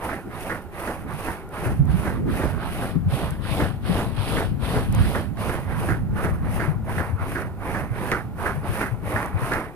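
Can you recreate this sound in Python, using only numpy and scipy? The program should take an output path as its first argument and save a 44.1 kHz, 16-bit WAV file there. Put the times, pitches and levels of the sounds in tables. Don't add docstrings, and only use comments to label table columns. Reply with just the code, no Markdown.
import sys
import numpy as np
from scipy import signal
from scipy.fft import rfft, irfft, next_fast_len
from scipy.io import wavfile
from scipy.ndimage import uniform_filter1d, map_coordinates

SR = 44100
rng = np.random.default_rng(int(sys.argv[2]) if len(sys.argv) > 2 else 0)


def store_wav(level_fs):
    pcm = np.round(np.clip(np.atleast_2d(level_fs), -1, 1) * 32767)
    wavfile.write(sys.argv[1], SR, pcm.T.astype(np.int16))


N = 429975

# push-off t/s, weight-on t/s, stop t/s,
# then relative level/dB of glide, grit, swish and weight
STRIDES = [(0.005, 0.092, 0.17, -31.5, -24, -40.5, -43), (0.309, 0.496, 0.59, -36.5, -26, -41, -34),
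           (0.74, 0.875, 0.96, -31.5, -29.5, -40.5, -31), (1.084, 1.27, 1.396, -35, -28.5, -39.5, -34.5),
           (1.532, 1.654, 1.73, -33.5, -28.5, -41, -28.5), (1.88, 2.05, 2.173, -35.5, -27.5, -42.5, -30),
           (2.289, 2.411, 2.573, -31.5, -33, -41.5, -29), (2.605, 2.816, 2.924, -36, -33.5, -41.5, -30),
           (3.102, 3.187, 3.323, -31, -40, -42, -30), (3.43, 3.598, 3.693, -34.5, -24.5, -41.5, -25),
           (3.847, 3.987, 4.096, -31.5, -34, -43.5, -25.5), (4.166, 4.365, 4.46, -34.5, -25.5, -41.5, -24),
           (4.618, 4.746, 4.86, -32, -30.5, -43, -26), (4.932, 5.148, 5.22, -35, -25, -41, -26.5),
           (5.383, 5.493, 5.61, -32.5, -26.5, -39.5, -27.5), (5.68, 5.887, 5.94, -33, -20, -39.5, -30),
           (6.16, 6.239, 6.3, -27.5, -24.5, -40.5, -31), (6.443, 6.598, 6.71, -33.5, -23, -43, -34),
           (6.874, 6.98, 7.09, -31, -26.5, -42, -35), (7.197, 7.354, 7.46, -32, -25, -42.5, -40),
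           (7.613, 7.745, 7.85, -30.5, -25, -42.5, -34.5), (7.942, 8.117, 8.19, -30.5, -19, -39, -30.5),
           (8.395, 8.459, 8.51, -24.5, -19, -37.5, -38), (8.645, 8.81, 8.87, -28, -19.5, -36.5, -33),
           (9.046, 9.16, 9.3, -29.5, -24, -40.5, -35.5), (9.371, 9.514, 9.68, -31.5, -22.5, -40, -32.5)]
# t/s, tilt (0 ahead, 1 down at the feet)
CAMERA_TILT = [(1.2, 0.77), (2.3, 0.85), (3.3, 1), (5.1, 1), (5.7, 0.61)]
# t/s, left minus right level/dB
WIND_SIDE = [(1.15, -6), (1.67, 4.5), (1.85, -8), (2.6, -7.5), (2.97, 14.5), (3.15, -11), (3.4, 11.5),
             (4.75, 9), (5.0, -4), (5.7, -7), (6.65, 7.5), (7.15, 6), (7.8, -5.5), (8.7, 6)]
# f/Hz, level/dB
GRIT_TONE = [(120, -3.5), (330, 4), (600, -9), (1000, -9), (1400, 2), (1800, 1), (2150, -6.5), (2700, -24),
             (4000, -28), (9000, -40)]


def amp(db):
    return 10 ** (np.asarray(db) / 20)


def unit(x):
    return x / np.sqrt(np.mean(x ** 2) + 1e-20)


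def along(points, hz):
    f, values = np.transpose(points)
    return np.interp(np.log(hz + 1), np.log(f + 1), values)


def curve(points):
    return np.interp(np.arange(N) / SR, *np.transpose(points))


def wobble(rate):
    knots = rng.standard_normal(int(N * rate / SR) + 4)
    coarse = np.arange(0, N, SR // 500)
    return np.interp(np.arange(N), coarse, map_coordinates(knots, [coarse * rate / SR]))


def smooth_step(u):
    return .5 + .5 * np.tanh(u / 2)


def hump(u):
    return 1 / np.cosh(np.clip(u, -50, 50))


def pan(db):
    pair = amp(np.array([[.5], [-.5]]) * db)
    return pair / np.sqrt(np.mean(pair ** 2, axis=0))


def add(track, start_s, sound):
    room = track[..., max(round(start_s * SR), 0):][..., :sound.shape[-1]]
    room += sound[..., :room.shape[-1]]


def filtered(x, response):
    size = next_fast_len(N + 8192)
    return irfft(rfft(x, size) * response(np.fft.rfftfreq(size, 1 / SR)), size)[..., :N]


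def shaped(x, tone):
    return filtered(x, lambda hz: amp(along(tone, hz)))


def radiate(force, tone):
    # f/Hz, likeness (0 to 1)
    likeness = [(600, 1), (2300, 0.74), (4000, 0.068), (8000, 0.058)]

    def response(hz):
        angle = np.arccos(np.clip(along(likeness, hz), 0, 1)) / 2
        return amp(along(tone, hz)) * np.array([np.cos(angle), np.sin(angle)])
    mid, side = filtered(force, response)
    return unit(np.array([mid + side, mid - side]))


def open_air(level_db=-45.5):
    # f/Hz, level/dB
    air_tone = [(100, 8), (850, -0.5), (1150, -3.5), (6000, -29.5), (14000, -21)]
    return amp(level_db) * radiate(rng.standard_normal((2, N)), air_tone)


def wind(gain_db=1, lump_db=2.5, stir_db=4, stir_s=0.3):
    # t/s, relative level/dB
    strength = [(0.9, -40.5), (1.15, -34.5), (1.5, -41), (1.8, -19.5), (2.05, -25), (2.8, -29.5),
                (4.8, -26.5), (5.0, -20), (5.25, -29.5), (6.25, -24.5), (7.5, -33.5), (8.7, -32.5),
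                (9.65, -36)]
    # f/Hz, level/dB
    rumble_tone = [(20, -25), (45, -0.5), (100, 2), (200, -5), (300, -15), (1500, -80)]
    rumble = unit(shaped(rng.standard_normal((2, N)), rumble_tone))
    t = np.arange(0, N, SR // 100) / SR
    pushes = sum(hump((t - plant) / stir_s) for _, plant, *_ in STRIDES)
    stir = curve(CAMERA_TILT) * np.interp(np.arange(N) / SR, t, pushes - pushes.mean())
    lumps = amp(lump_db * np.clip([wobble(24), wobble(24)], -2, 2) + stir_db * stir)
    return amp(curve(strength) + gain_db) * unit(lumps * rumble) * pan(curve(WIND_SIDE))


def far_drone(waver_db=1.3, width_hz=65):
    # f/Hz, relative level/dB
    bands = [(375, 5), (800, 1.5), (1400, -3.5), (1830, -14)]
    # t/s, level/dB
    strength = [(1.5, -47), (3.5, -54), (6.1, -51), (8.5, -49)]
    response = lambda hz: sum(amp(db) * hump((hz - centre) / width_hz) for centre, db in bands)
    gain = amp(curve(strength) + waver_db * wobble(5))
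    return gain * unit(filtered(rng.standard_normal(N), response))


def gait(loose_s=0.012, push_s=0.1, scrape_s=0.15, load_s=0.045, bite_s=0.002, grit_s=0.07):
    # slowing time/s, lead of the swish before weight-on/s, swish width/s
    feet = [(0.046, 0.0035, 0.089), (0.039, 0.013, 0.068)]
    # t/s, relative level/dB
    near_feet = [(1.2, -10.5), (2.4, -3.5), (3.6, 4), (4.7, 4.5), (5.7, -9.5)]
    track, t = np.zeros((6, N)), np.arange(3 * SR // 4) / SR
    for i, (start, plant, stop, glide_db, grit_db, swish_db, weight_db) in enumerate(STRIDES):
        slowing_s, swing_lead_s, swing_s = feet[i % 2]
        first = max(start - .2, 0)
        now = first + t
        loose = smooth_step((now - start) / loose_s)
        glide = amp(glide_db) * loose
        swing = hump((now - plant + swing_lead_s) / swing_s)
        cloth_onset = smooth_step((now - start - 0.0091) / 0.018)
        cloth = amp(swish_db) * cloth_onset * np.tanh(1.23 * swing)
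        scrape_db = swish_db + np.interp(start, *np.transpose(near_feet))
        push = amp(scrape_db - 7) * loose * hump((now - start) / push_s)
        scrape = amp(scrape_db) * loose * hump((now - plant + 0.006) / scrape_s)
        load = amp(weight_db) * hump((now - plant - 0.022) / load_s)
        letting_go = np.exp(-(np.maximum(now - plant, 0) / grit_s) ** 1.2)
        grit = amp(grit_db) * smooth_step((now - plant) / bite_s) * letting_go
        moving = smooth_step((stop - now) / slowing_s)
        settling = smooth_step((stop - now) / (2 * slowing_s))
        sole = moving * np.array([glide, scrape, load, grit, push])
        add(track, first, np.vstack([settling * cloth, sole]))
    return track


def slips(rate, spread_db, smooth):
    happens = rng.random(N) < rate / SR
    sizes = amp(spread_db * np.clip(rng.standard_normal(N), -2, 2))
    snaps = unit(happens * sizes * rng.choice([-1, 1], (2, N)))
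    return snaps + smooth * rng.standard_normal((2, N))


def patchy(x, depth_db):
    spectra = signal.stft(x, nperseg=512)[2]
    patches = rng.standard_normal(spectra.shape[1:])
    patches = uniform_filter1d(patches, size=6, axis=0)
    patches = uniform_filter1d(patches, size=12, axis=1)
    return signal.istft(spectra * amp(depth_db * unit(patches)), nperseg=512)[1][:, :N]


def toe_rasp(push, band_hz=(2500, 4000)):
    friction = slips(rate=1500, spread_db=4.5, smooth=0.4)
    return push * unit(signal.lfilter(*signal.butter(3, band_hz, "bandpass", fs=SR), friction))


def sole_slide(glide, scrape, load, uneven_db=0.97):
    # f/Hz, level/dB
    glide_tone = [(200, 1), (1100, 1), (1600, -3.5), (2300, -10), (3200, -36), (6000, -55)]
    # f/Hz, level/dB
    scrape_tone = [(1500, -36), (2400, 1), (3150, 0), (5000, -9), (6500, -25.5), (9500, -6.5), (12000, -12),
                   (14700, -33)]
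    # f/Hz, level/dB
    load_tone = [(120, 4), (280, 5), (700, 1.5), (1050, -4), (1500, -10.5), (2200, -37), (4000, -31)]
    glide_force = patchy(slips(rate=1800, spread_db=3, smooth=0.69), depth_db=2.5)
    scrape_force = patchy(slips(rate=3000, spread_db=3.5, smooth=0.32), depth_db=1.5)
    load_force = slips(rate=900, spread_db=3.5, smooth=0.5)
    gliding = amp(-0.5) * glide * radiate(glide_force, glide_tone)
    skating = scrape * radiate(scrape_force, scrape_tone)
    loaded = amp(1.5) * load * radiate(load_force, load_tone)
    return (gliding + skating + loaded) * amp(uneven_db * wobble(25))


def trouser_swish(speed, gain_db=3.5, fold_db=1.8, snag_share=0.097):
    # f/Hz, level/dB
    cloth_tone = [(1500, 8), (2600, 12), (3700, -3.5), (6500, -4.5), (7500, -9.5), (8500, -0.5), (9700, 8),
                  (11000, 2.5), (13000, 2), (14700, -9)]
    rub = speed * amp(fold_db * wobble(40))
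    snags = snag_share * speed * slips(rate=120, spread_db=3, smooth=0)
    weave = rub * unit(slips(rate=6000, spread_db=5, smooth=0.55))
    return amp(gain_db) * np.sqrt(np.mean(rub ** 2)) * radiate(weave + snags, cloth_tone)


def judder(rate, scatter):
    gaps, sizes = rng.standard_normal((2, SR))
    at = (np.cumsum(np.exp(scatter * gaps)) / rate * SR).astype(int)
    return unit(np.bincount(at[at < N], np.tanh(sizes[at < N]), N))


def ice_grind(grit, dust=0.54):
    grains = judder(rate=420, scatter=0.55)
    force = np.array([grains, rng.standard_normal(N)]) + dust * rng.standard_normal((2, N))
    return grit * radiate(patchy(force, depth_db=1.8), GRIT_TONE)


def wind_flutters(lump_db=3):
    # t/s, half width/s, level/dB
    gusts = [(0.27, 0.02, -36), (1.059, 0.02, -37), (2.27, 0.079, -25.5), (2.963, 0.0083, -26),
             (3.9, 0.009, -22.5)]
    # f/Hz, level/dB
    flutter_tone = [(100, -21), (220, 1), (420, -9.5), (650, -31), (1500, -61)]
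    t = np.arange(N) / SR
    strength = sum(amp(db) * hump((t - s) / width) for s, width, db in gusts)
    swirls = shaped(rng.standard_normal((2, N)), flutter_tone)
    return strength * unit(swirls * amp(lump_db * wobble(40)))


def ice_crumbs(snap_db=17, debris_db=-2, fade_s=0.025):
    # t/s, relative level/dB
    crumbs = [(0.376, -36), (0.497, -24), (0.876, -23), (2.631, -29), (2.841, -32), (3.451, -32),
              (4.371, -22.5), (5.372, -34), (5.898, -27), (7.318, -26), (7.385, -26), (7.42, -21.5),
              (8.117, -12.5), (8.126, -19), (9.229, -19), (9.262, -26.5), (9.521, -19.5), (9.537, -13)]
    snaps, bursts, t = np.zeros(N), np.zeros(N), np.arange(SR // 10) / SR
    fade = np.exp(-np.log(1000) * t / fade_s)
    for s, db in crumbs:
        snaps[round(s * SR)] = amp(db + snap_db)
        add(bursts, s, amp(db + debris_db) * fade)
    debris = bursts * radiate(rng.standard_normal((2, N)), GRIT_TONE)
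    return shaped(snaps, GRIT_TONE) + debris


def clothes_ticks(band_hz=(8000, 12500), fade_s=0.0094):
    # t/s, relative level/dB
    ticks = [(0.408, -31), (1.491, -39), (1.855, -37), (3.307, -25), (4.925, -24), (4.949, -21),
             (9.26, -27)]
    track, t = np.zeros((2, N)), np.arange(SR // 20) / SR
    fade = np.exp(-np.log(1000) * t / fade_s)
    for s, db in ticks:
        add(track, s, amp(db) * fade * rng.standard_normal((2, len(t))))
    return signal.lfilter(*signal.butter(1, band_hz, "bandpass", fs=SR), track)


def wind_thumps(centre_hz=112, swell_s=0.016, one_sided=1.8):
    # t/s, peak level/dB before panning
    thumps = [(1.13, -25.5), (1.653, -15.5), (1.79, -9.5), (1.875, -14), (1.929, -12.5), (2.952, -12.5),
              (3.054, -12), (3.114, -16.5), (3.615, -13.5), (3.89, -14), (4.184, -15.5), (4.76, -14),
              (4.962, -13.5), (5.0, -8.5), (5.766, -21), (5.905, -16.5), (6.674, -12.5), (7.12, -14.5),
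              (7.212, -18.5), (7.9, -20), (8.555, -22.5), (8.685, -16.5), (8.91, -18), (9.133, -19),
              (9.339, -16.5), (9.414, -18.5)]
    track, t = np.zeros((2, N)), np.arange(SR // 8) / SR
    swell = (t / swell_s * np.exp(1 - t / swell_s)) ** 2
    for s, db in thumps:
        side_db = one_sided * np.interp(s + swell_s, *np.transpose(WIND_SIDE))
        pitch, phase, bend = rng.standard_normal((3, 2, 1))
        detune = np.exp(.2 * pitch + .15 * bend * np.tanh(t / swell_s - 1))
        cycles = np.sin(2 * np.pi * centre_hz * detune * t + phase)
        add(track, s, amp(db) * pan(side_db) * swell * cycles)
    return track


def camera_shade(sound, facing_db=0.49):
    # f/Hz, left minus right level/dB
    ahead_balance = [(500, -2.5), (800, 0.5), (1500, -20.5), (2500, -11), (3800, 34), (5700, -14),
                     (7300, 1), (8400, 42), (10000, -2), (13000, -3)]
    # f/Hz, left minus right level/dB
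    down_balance = [(700, -2.5), (1200, -5.5), (1850, -3.5), (3300, -6.5), (5000, -2), (7000, -4),
                    (8400, 12.5), (13000, 9.5)]
    # f/Hz, phase lead/rad
    left_lead = [(900, .1), (1950, 1.2), (3100, 2.32)]

    def pose(balance, hz):
        phase = along(left_lead, hz) / 2
        return pan(along(balance, hz)) * np.exp(1j * np.array([phase, -phase]))
    ahead = filtered(sound, lambda hz: pose(ahead_balance, hz))
    down = filtered(sound, lambda hz: pose(down_balance, hz))
    tilt = curve(CAMERA_TILT)
    return (1 - tilt) * ahead + tilt * amp(facing_db) * down


def scene():
    cloth, glide, scrape, load, grit, push = gait()
    air = open_air()
    shoes = sole_slide(glide, scrape, load) + toe_rasp(push) + ice_grind(grit) + ice_crumbs()
    clothes = trouser_swish(cloth) + clothes_ticks()
    return camera_shade(shoes + clothes + air) + far_drone() + wind() + wind_thumps() + wind_flutters()


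def record(dry):
    top_hz = 14650
    return filtered(dry, lambda hz: 1 / (1 + (hz / top_hz) ** 200))


dry = scene()
out = record(dry)
store_wav(out)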